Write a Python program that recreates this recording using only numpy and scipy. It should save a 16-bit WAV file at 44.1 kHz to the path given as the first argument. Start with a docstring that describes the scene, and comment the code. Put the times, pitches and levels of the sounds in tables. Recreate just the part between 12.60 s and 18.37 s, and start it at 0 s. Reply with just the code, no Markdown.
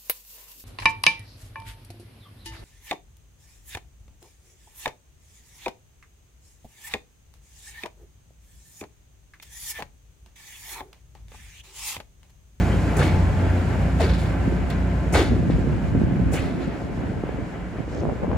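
"""A diesel engine drones and whines over rumbling wheels: a work train rolls away from an open platform
at night. Its wheels crash over rail joints, the treble running ahead through the rail; each blow booms
and sets the wheel ringing, and the first three also groan. Steel clinks and flanges squeak. From about
two seconds on, as the train recedes, wind sputters on the microphone in gusts and puffs."""
import sys
import numpy as np
from scipy.fft import rfft, irfft, next_fast_len
from scipy.io import wavfile
from scipy.ndimage import map_coordinates

SR = 44100
rng = np.random.default_rng(int(sys.argv[2]) if len(sys.argv) > 2 else 0)


def unload_audio(sound):
    """Save the sound as a 16-bit wav file, at the path given as the first command line argument."""
    columns = np.transpose(np.atleast_2d(sound))
    # keep every value between -1 and 1, then stretch to whole-number steps
    steps = np.round(np.clip(columns, -1, 1) * 32767)
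    wavfile.write(sys.argv[1], SR, steps.astype(np.int16))


N = 254456
TIME_S = np.arange(N) / SR


def amp(db):
    """Decibels to gain."""
    return 10 ** (np.asarray(db) / 20)


def unit(x):
    """Scale to rms 1."""
    return x / np.sqrt(np.mean(x ** 2) + 1e-20)


def along(points, hz):
    """Read (freq_hz, value) points on a log frequency axis."""
    freqs, values = np.transpose(points)
    return np.interp(np.log(hz + 1), np.log(freqs + 1), values)


def eq(points):
    """A frequency response through (freq_hz, gain_db) points."""
    return lambda hz: amp(along(points, hz))


def automation(rows):
    """One curve for each column after the time."""
    times, *columns = np.transpose(rows)
    return [np.interp(TIME_S, times, column) for column in columns]


def wobble(rate):
    """A smooth random curve with rate knots a second."""
    return map_coordinates(rng.standard_normal(int(N * rate / SR) + 4), [np.arange(N) * rate / SR])


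def filtered(x, response):
    """Apply a frequency response."""
    size = next_fast_len(N + SR // 2)
    return irfft(rfft(x, size) * response(np.fft.rfftfreq(size, 1 / SR)), size)[..., :N]


def stereo(pair, side_db):
    """Mid and side to left and right."""
    side = pair[1] * amp(side_db)
    return np.array([pair[0] + side, pair[0] - side])


def receding(start_db, loss_db, start_m=7.33, speed_m_per_s=2.91):
    """Level in dB of a source on the train: it loses loss_db for each doubling of the distance."""
    return start_db - loss_db * np.log2(1 + speed_m_per_s * TIME_S / start_m)


def screened(midpoint_s=3.74, spread_s=0.089, depth_db=7):
    """Level change in dB as the engine slips behind the platform's end."""
    return -depth_db * (1 + np.tanh((TIME_S - midpoint_s) / spread_s / 2)) / 2


# Low end of wind buffet and ground rumble: freq_hz, gain_db
DEEP_EQ = [(18, -15), (30, -10), (42, 10.5), (60, 20), (85, 10), (130, 8.5), (250, -63)]
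def deep_noise():
    """Noise in the lowest bass, nearly alike in both ears."""
    return stereo(unit(filtered(rng.standard_normal((2, N)), eq(DEEP_EQ))), side_db=-8)


def eddies(starts_s, hz, size, cycles, port_spread):
    """Each eddy is a brief pressure swing that slows as it dies and meets the two mic ports unequally."""
    n = np.arange(SR // 25)
    skew = port_spread * rng.standard_normal((len(starts_s), 2))  # in gain and in phase
    age = hz[:, None] * n / SR  # in cycles
    phase = 4 * np.pi * np.log1p(age / 2)
    taper = np.cos(np.pi / 2 * n / len(n))
    envelope = size[:, None] * 2 * age / cycles * np.exp(1 - 2 * age / cycles) * taper
    index = ((starts_s * SR).astype(int)[:, None] + n).ravel()
    sign = rng.choice([-1, 1], (len(starts_s), 1))
    ports = [sign * envelope * np.exp(side * skew[:, :1] / 2) * np.sin(phase + side * skew[:, 1:])
             for side in (1, -1)]
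    return np.array([np.bincount(index, port.ravel(), N)[:N] for port in ports])


def sputter(level_db, pitch_hz, scatter, count):
    """A stream of eddies of random pitch whose strength follows the gusts."""
    at = ((np.arange(count) + rng.uniform(0, 1, count)) / count * (N - 1)).astype(int)
    detune = np.exp(scatter * np.clip(rng.standard_normal(count), -2, 2))
    size = unit(amp(3.4 * np.minimum(rng.exponential(1, count), 3))) * detune ** -.3
    hz = np.broadcast_to(pitch_hz, N)[at] * detune
    return eddies(at / SR, hz, size * amp(level_db[at]), cycles=1.02, port_spread=0.63)


# Gusts on the mic: peak_s, half_length_s, buffet_db, large_eddy_db, small_eddy_db, small_eddy_hz
GUSTS = [(1.91, 0.11, -33, -29.5, -25.5, 384), (2.736, 0.049, -20, -21.5, -23.5, 375),
         (2.89, 0.25, -36, -18.5, -25, 378), (3.12, 0.029, -36, -29, -26, 332),
         (3.41, 0.08, -31, -15.5, -24.5, 405), (3.636, 0.19, -30, -19, -27.5, 360),
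         (4.007, 0.17, -51, -44, -24, 377), (4.46, 0.2, -54, -27.5, -29, 476),
         (4.786, 0.052, -41, -24.5, -39, 587), (5.195, 0.0098, -46, -21, -50, 550),
         (5.456, 0.081, -43, -23, -20.5, 570), (5.634, 0.0088, -45, -17, -17, 690),
         (5.728, 0.046, -56, -18.5, -20, 770)]
def wind():
    """Each gust swells and fades, bringing a deep buffet and a stream of large and small eddies."""
    peak_s, half_s, buffet_db, large_db, small_db, small_hz = np.transpose(GUSTS)
    swell = 1 / (1 + ((TIME_S - peak_s[:, None]) / half_s[:, None]) ** 2) ** 2
    level = lambda db: 10 * np.log10(amp(db) ** 2 @ swell)  # gusts add in power
    large = sputter(level(large_db), pitch_hz=207, scatter=0.36, count=850)
    small = sputter(level(small_db), small_hz @ swell / swell.sum(axis=0), scatter=0.29, count=1200)
    return deep_noise() * amp(level(buffet_db)) + large + small


# Single pops of wind: start_s, base_level_db, base_pitch_hz
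PUFFS = [(1.877, -19, 265), (1.927, -24, 250), (2.719, -16, 252), (2.767, -30, 275), (2.791, -19, 240),
         (2.9, -15.5, 318), (2.953, -26, 250), (2.99, -18.5, 292), (3.35, -17.5, 300), (3.416, -16.5, 260),
         (3.435, -18.5, 280), (3.598, -18, 248), (3.665, -25, 244), (4.078, -28, 282), (4.205, -36, 330),
         (4.436, -28.5, 413), (4.518, -25.5, 413), (4.637, -20.5, 393), (4.692, -21, 430),
         (4.746, -35, 373), (4.787, -24, 356), (5.186, -27, 350), (5.279, -27, 350), (5.44, -23, 300),
         (5.453, -22, 520), (5.636, -24, 380), (5.68, -23, 326), (5.731, -22.5, 543)]
def puffs():
    """A strong puff is one eddy with a smaller, quicker one at its front."""
    start_s, db, hz = np.transpose(PUFFS)
    front = eddies(start_s, hz * 1.7, amp(db - 5), cycles=1.1, port_spread=.3)
    body = eddies(start_s, hz * 1.244, amp(db + 5), cycles=1.28, port_spread=0.45)
    return front + body


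# Stereo width of the steel: freq_hz, side_gain_db
STEEL_WIDTH = [(60, -14), (200, -11), (700, -6.5), (1400, -3.5), (2400, -4), (4400, -3), (6000, -1.5),
               (8000, -6), (10000, -13)]
def steel_noise(colour, ripple_db, spacing_hz):
    """Mid and side noise rung through dense, irregular resonances; the mid has rms 1."""
    def response(hz):
        place = np.log1p(hz / 2500) * 2500 / spacing_hz  # resonances thin out in the treble
        modes = [map_coordinates(rng.standard_normal(int(place[-1]) + 4), [place]) for _ in range(2)]
        width = [np.ones_like(hz), amp(along(STEEL_WIDTH, hz))]
        return colour(hz) * amp(ripple_db * np.array(modes)) * width
    pair = filtered(rng.standard_normal((2, N)), response)
    return pair / np.std(pair[0])


ROAR_DB, ROAR_LOSS_DB = -27, 6.5
# Body of the rolling bed: freq_hz, gain_db
ROAR_EQ = [(120, -30.5), (200, -7), (280, -8.5), (400, -12), (700, -15.5), (1130, -24.5), (1580, -22.5),
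           (1800, -26.5), (2200, -25.5), (2600, -31), (3200, -37), (6000, -62)]
# Hiss of wheel on rail: freq_hz, gain_db
HISS_EQ = [(1500, -30), (3200, -1), (4600, 1.5), (5300, -3), (7300, -1.5), (8600, -8), (10500, -11),
           (11500, -16), (14000, -17), (15000, -22), (15700, -36)]
# Top of the hiss, soon lost in the air: freq_hz, gain_db
SIZZLE_EQ = [(5000, -30), (7500, 0), (10000, -1), (12000, -6), (14500, -3), (15600, -20)]
def rolling():
    """Rough wheels shake rails, cars and ground; the sound grows fainter and wider with distance."""
    roar = steel_noise(eq(ROAR_EQ), ripple_db=1.5, spacing_hz=16)
    hiss = steel_noise(eq(HISS_EQ), ripple_db=2.3, spacing_hz=15)
    roar *= amp(receding(ROAR_DB, ROAR_LOSS_DB) + wobble(16))
    hiss *= amp(receding(-49.5, loss_db=8) + wobble(20) + 0.2 * wobble(3.6))
    sizzle = steel_noise(eq(SIZZLE_EQ), ripple_db=2, spacing_hz=15)
    sizzle *= amp(receding(-58.5, loss_db=13.5) + wobble(20))
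    ground = deep_noise() * amp(receding(-28, loss_db=3.5) + screened() + 2.5 * wobble(6.46))
    side_db = -0.2 - 4.8 * np.exp(-TIME_S / 0.41)
    return stereo(roar + hiss + sizzle, side_db) + ground


def tone(phase, flutter, side_db, flutter_hz=9):
    """A tone whose strength and direction flutter as its reflections shift."""
    reflections = np.array([wobble(flutter_hz) + 1j * wobble(flutter_hz) for _ in range(2)])
    paths = flutter * reflections + [[1], [0]]  # the direct sound is in the mid only
    pair = np.real(paths * np.exp(1j * (phase + rng.uniform(0, 2 * np.pi))))
    return stereo(pair / np.std(pair[0]), side_db)


def shaft_phase(drift, drift_hz):
    """Phase of a 1 Hz rotation whose speed wanders slightly."""
    return 2 * np.pi * np.cumsum(1 + drift * wobble(drift_hz)) / SR


CRANK_HZ = 29.87
# Exhaust fader moves while the engine is close: time_s, second_order_db, third_order_db
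EXHAUST_LEVELS = [(0.0, -24.5, -25), (0.3, -29, -29.5), (0.62, -27.5, -21), (1.1, -28.5, -26),
                  (1.55, -22.5, -30), (1.8, -30, -33), (2.4, -29, -31.5)]
# Exhaust notes: crank_multiple, fade_db_per_s
EXHAUST_ORDERS = [(2, 7.5), (3, 9)]
def exhaust(turn):
    """The exhaust drones on two crank orders, which fade once the engine has passed."""
    passed_s = np.maximum(TIME_S - EXHAUST_LEVELS[-1][0], 0)
    return sum(amp(db - fade * passed_s + screened())
               * tone(order * CRANK_HZ * turn, flutter=0.08, side_db=-0.5)
               for (order, fade), db in zip(EXHAUST_ORDERS, automation(EXHAUST_LEVELS)))


# Rumble of the casing: freq_hz, gain_db
CASING_EQ = [(35, -9.5), (60, 7), (90, 6), (130, 7), (175, 12), (230, -3), (400, -70)]
# Hum within that rumble: crank_multiple, relative_db
CASING_ORDERS = [(4, -11), (5, -15), (6, -15), (7, -18), (8, -15)]
def casing(turn):
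    """The engine casing rumbles and hums at multiples of the crank speed."""
    rumble = stereo(steel_noise(eq(CASING_EQ), ripple_db=4, spacing_hz=10.9), side_db=-10)
    hum = sum(amp(db) * tone(order * CRANK_HZ * turn, flutter=0.73, side_db=-4)
              for order, db in CASING_ORDERS)
    return amp(receding(-26, loss_db=2.5) + screened()) * (rumble + hum)


# Engine tones that carry far: pitch_hz, relative_db
UPPER_TONES = [(268.8, 2), (358.4, -8.5), (537, -16)]
# Their fader moves: time_s, gain_db
UPPER_SWELL = [(0, -5.5), (1.7, -1.5), (2.2, 2), (4.1, 7), (4.5, -16)]
def upper_tones(turn):
    """Higher tones swell once the engine's end faces the platform, then drop away."""
    tones = sum(amp(db) * tone(hz * turn, flutter=0.91, side_db=-10, flutter_hz=22)
                for hz, db in UPPER_TONES)
    return amp(receding(ROAR_DB - 8, ROAR_LOSS_DB) + automation(UPPER_SWELL)[0]) * tones


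# Fan harmonics: blade_rate_multiple, relative_db
FAN_ORDERS = [(1, -2.5), (4, -11.5), (5, -13), (6, -15.5), (8, -22), (9, -18)]
def fan(blade_hz=173.4):
    """The cooling fan whines at multiples of its blade rate."""
    phase = blade_hz * shaft_phase(drift=0.003, drift_hz=4)
    whine = sum(amp(db + 2.5 * wobble(2.4)) * tone(order * phase, flutter=0.73, side_db=2, flutter_hz=14)
                for order, db in FAN_ORDERS)
    return amp(receding(ROAR_DB - 7, ROAR_LOSS_DB + 1)) * whine


# Gear whine: pitch_hz, start_level_db
GEAR_TONES = [(1335, -54), (1615, -58), (2939, -66), (3478, -67), (6600, -79)]
def gears(turn):
    """The gears add a thin whine that fades with distance."""
    whine = sum(amp(db) * tone(hz * turn, flutter=0.8, side_db=1) for hz, db in GEAR_TONES)
    return amp(receding(0, loss_db=7)) * whine


def engine():
    """The diesel: all but the fan follows one slightly unsteady crank."""
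    turn = shaft_phase(drift=0.001187, drift_hz=3)
    return exhaust(turn) + casing(turn) + upper_tones(turn) + fan() + gears(turn)


# Flanges rubbing the rail: peak_s, half_length_s, pitch_hz, half_width_ratio, level_db
SQUEAKS = [(0.127, 0.012, 3160, .012, -42.5), (0.165, 0.012, 3120, .015, -47),
           (0.411, .024, 1440, .3, -30.5), (0.433, 0.014, 2800, 0.33, -36.5), (1.449, .008, 4600, .05, -41),
           (2.596, 0.03, 2700, .4, -33), (3.779, 0.033, 2170, 0.47, -35.5), (4.032, 0.016, 4020, .035, -55),
           (4.035, .025, 7000, .03, -62), (5.36, 0.071, 4770, .55, -54)]
def squeaks(chatter_db=3):
    """The flange sticks and slips: a rough noise band, narrow for a squeak and broad for a scrape."""
    sound = np.zeros((2, N))
    for peak_s, half_s, hz, width, db in SQUEAKS:
        band = filtered(rng.standard_normal((2, N)), lambda f: 1 / (1 + ((f - hz) / (width * hz)) ** 4))
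        rub = unit(band * amp(chatter_db * wobble(350)))
        swell = np.exp(-((TIME_S - peak_s) / half_s) ** 2)
        sound += amp(db) * swell * stereo(rub, side_db=-6)
    return sound


def contact(start_s, rise_s, hold_s, decay_s, sag_db=4, full_hold_s=0.064):
    """Envelope of a steel contact: it swells, sags and rings out; a tap dies sooner than a full blow."""
    age = TIME_S - start_s
    held_db = sag_db * (.5 - np.clip((age - rise_s) / hold_s, 0, 1))
    t60_s = decay_s * np.sqrt(hold_s / full_hold_s)
    release_db = -60 * np.maximum(age - rise_s - hold_s, 0) / t60_s
    return np.clip(age / rise_s, 0, 1) * amp(held_db + release_db)


# Rail groans at the first three joint hits: start_s, hold_s, level_db, start_hz, end_hz
GROANS = [(0.388, 0.083, -26, 615, 303), (1.395, 0.039, -21, 703, 339.3), (2.544, 0.024, -23.5, 1000, 602),
          (2.549, 0.011, -23, 467.6, 380), (2.587, 0.034, -18, 419.3, 306)]
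def groans(rise_s=0.0068, fall_s=0.032):
    """Low bending waves travel slowest in the rail, so a blow arrives as a rough, falling tone."""
    sound = np.zeros(N)
    for start_s, hold_s, db, start_hz, end_hz in GROANS:
        age = np.maximum(TIME_S - start_s, 0)
        hz = end_hz + (start_hz - end_hz) * np.exp(-age / fall_s)
        phase = 2 * np.pi * np.cumsum(hz * (1 + .17 * wobble(500))) / SR
        rough = np.sin(phase) * unit(amp(2.5 * wobble(200)))
        sound += amp(db) * contact(start_s, rise_s, hold_s, decay_s=0.32) * rough
    return sound


def ringing(modes, start_s, width_hz, scatter_db):
    """Struck steel: each mode is a slightly rough tone with a new strength and direction at every blow."""
    hz, db = np.transpose(modes)
    start = int(start_s * SR)
    n = np.arange(min(SR // 2, N - start))
    walk = np.cumsum(rng.standard_normal((len(hz), SR // 2)), axis=1)[:, n]
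    phase = 2 * np.pi * (hz[:, None] * n / SR + rng.uniform(0, 1, (len(hz), 1)))
    phase += walk * np.sqrt(2 * np.pi * width_hz / SR)
    gain = np.sqrt(2) * amp(db + scatter_db * rng.standard_normal(len(hz)))
    left_lead = .5 * rng.standard_normal((len(hz), 1))
    sound = np.zeros((2, N))
    sound[:, start + n] = [gain @ np.sin(phase + side * left_lead) for side in (1, -1)]
    return sound


CLINK_RISE_SHARE = 0.2  # of the hold
# Sharp steel clinks and ticks, some of them the hard edge of a joint hit:
# start_s, hold_s, level_db, tilt_db_per_octave
CLINKS = [(0.405, 0.017, -51, -4.5), (0.423, 0.043, -38.5, 11), (1.414, 0.015, -34, 2.5),
          (1.445, 0.015, -41, 6), (1.49, 0.019, -35.5, 3.5), (1.532, 0.02, -35.5, 4.5),
          (1.574, 0.079, -44, 11), (2.101, 0.002, -35, 12), (2.102, 0.015, -41, 1.5),
          (2.539, 0.01, -31, -0.5), (2.902, 0.028, -45, 1), (3.734, 0.0099, -42, 16),
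          (3.992, 0.096, -48.5, 0.5)]
# Their ring: pitch_hz, relative_db
CLINK_MODES = [(2606, -3), (3042, -2), (3510, -2), (4102, -2), (4600, -1), (4950, -3)]
def clink_ring(ring_db=-20.5, pitch_spread=0.029):
    """Every clink leaves steel ringing, each time at a slightly different pitch."""
    detunes = np.exp(pitch_spread * rng.standard_normal(len(CLINKS)))
    sound = np.zeros((2, N))
    for (start_s, hold_s, db, _), detune in zip(CLINKS, detunes):
        ring = ringing(np.multiply(CLINK_MODES, [detune, 1]), start_s, width_hz=110, scatter_db=2)
        envelope = contact(start_s, CLINK_RISE_SHARE * hold_s, hold_s, decay_s=0.65)
        sound += amp(db + ring_db) * envelope * ring
    return sound


LEAD_S, CRASH_RISE_S = 0.019, 0.012  # the tick runs ahead through the rail; the crash follows
# Wheels hitting rail joints: start_s, tick_rise_s, hold_s, tick_db, crash_db,
# crash_tilt_db_per_octave, thud_db, ring_db, boom_db, boom_hz
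JOINTS = [(0.364, .004, 0.073, -36, -41, 0.5, -26, -38, -20.5, 141.4),
          (1.376, .012, 0.05, -53, -40.5, 2, -24, -39.5, -18, 75),
          (2.522, 0.0099, 0.054, -34.5, -33, 2.5, -18.5, -31, -18, 78.7),
          (3.712, 0.029, 0.12, -38.5, -47.5, 0.8, -32, -50, -38, 80.5)]
def booms():
    """Each joint bounces the truck on its springs, at a pitch that differs from wheel to wheel."""
    return sum(amp(db) * contact(start_s + LEAD_S, rise_s=0.006, hold_s=0.022, decay_s=0.65)
               * np.sqrt(2) * np.sin(2 * np.pi * hz * (TIME_S - start_s))
               for start_s, *_, db, hz in JOINTS)


# Clang of a struck wheel: pitch_hz, relative_db
WHEEL_MODES = [(738, -1), (850, -5.5), (1040, -9), (1150, -13), (1280, -12), (1410, -9.5), (1545, -7),
               (2000, -11), (2120, -11), (2615, -15), (3492, -15), (4135, -17.5), (4375, -17.5),
               (6577, -19)]
def wheel_ring():
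    """The blow of each joint sets the wheel ringing."""
    return sum(amp(ring_db) * contact(start_s + LEAD_S, CRASH_RISE_S, hold_s, decay_s=0.48)
               * ringing(WHEEL_MODES, start_s, width_hz=22, scatter_db=1.5)
               for start_s, _, hold_s, *_, ring_db, _, _ in JOINTS)


# Noise bands of an impact, low to high: low_hz, high_hz, decay_s, side_db, chatter_db
IMPACT_BANDS = [(255, 760, .36, -3, 1.6), (830, 2500, .42, -2, 1.8), (2700, 4800, .42, -2, 1.7),
                (6000, 10000, .32, -1, 1.9), (13000, 15500, .26, 0, 2.2)]
# EQ of each kind of hit, one row a band: tick_db, crash_db, clink_db
IMPACT_EQ = [(7.5, 0, -7), (-6, 8, 2.5), (-24, -0.5, -7.5), (-4.5, -10.5, -24), (-16, -24, -45)]
def clacks(tick_hold_s=0.024, thud_trim_db=-6, echo_db=-19):
    """Joint hits and clinks excite five bands of scraping noise; the yard echoes every crash."""
    sound = np.zeros((2, N))
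    for band, (low_hz, high_hz, decay_s, side_db, chatter_db) in enumerate(IMPACT_BANDS):
        tick_eq, crash_eq, clink_eq = IMPACT_EQ[band]
        octaves = np.log2(low_hz / IMPACT_BANDS[2][0])  # tilts pivot on the middle band
        hits = []
        for start_s, tick_rise_s, hold_s, tick_db, crash_db, tilt, thud_db, *_ in JOINTS:
            crash = amp(crash_db + crash_eq + tilt * octaves)
            thud = amp(thud_db + thud_trim_db) * (band == 0)
            hits += [amp(tick_db + tick_eq) * contact(start_s, tick_rise_s, tick_hold_s, decay_s),
                     np.hypot(crash, thud) * contact(start_s + LEAD_S, CRASH_RISE_S, hold_s, decay_s),
                     crash * amp(echo_db) * contact(start_s + LEAD_S, hold_s, hold_s, decay_s=1.2)]
        for start_s, hold_s, db, tilt in CLINKS:
            clink = amp(db + clink_eq + tilt * octaves)
            hits.append(clink * contact(start_s, CLINK_RISE_SHARE * hold_s, hold_s, decay_s))
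        envelope = np.linalg.norm(hits, axis=0)  # hits add in power

        def bandpass(hz):
            skirts = (1 + (low_hz / (hz + 1)) ** 10) * (1 + (hz / high_hz) ** 12)
            return 1 / np.sqrt(skirts * (1 + hz / low_hz))
        chatter = unit(amp(chatter_db * wobble(300)))
        sound += stereo(envelope * chatter * steel_noise(bandpass, ripple_db=2, spacing_hz=30), side_db)
    return sound


def scene():
    """The train and the wind together."""
    bed = engine() + rolling()
    impacts = clacks() + wheel_ring() + clink_ring() + booms() + groans()
    return bed + impacts + squeaks() + wind() + puffs()


# Phase between left and right; the treble turns wide and hollow near 8.5 and 12 kHz:
# freq_hz, left_lead_rad
STEREO_PHASE = [(900, 0), (1380, -.5), (2150, .35), (3700, .8), (6500, .5), (7600, -1), (8500, -np.pi),
                (9700, -2 * np.pi), (11000, -2 * np.pi), (11700, -3 * np.pi), (12500, -3 * np.pi),
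                (13300, -4 * np.pi)]
# The left mic port is more sensitive around 6 kHz: freq_hz, left_minus_right_db
PORT_BALANCE = [(60, 0), (150, -1), (380, 0.5), (950, 0.5), (2380, 0.0), (5980, 5.5), (10000, -1.5)]
def record(dry, low_cut_hz=36, top_hz=15750):
    """Left and right differ in phase and level and share a treble resonance and steep band limits."""
    def response(hz):
        split = np.array([[.5], [-.5]])
        image = np.exp(1j * split * along(STEREO_PHASE, hz)) * amp(split * along(PORT_BALANCE, hz))
        resonance = amp(3 * np.exp(-((hz - 8200) / 650) ** 2))
        low_cut = 1 / np.sqrt(1 + (low_cut_hz / (hz + 1)) ** 8)
        return image * resonance * low_cut * (hz < top_hz)
    return filtered(dry, response)


dry = scene()
out = record(dry)
unload_audio(out)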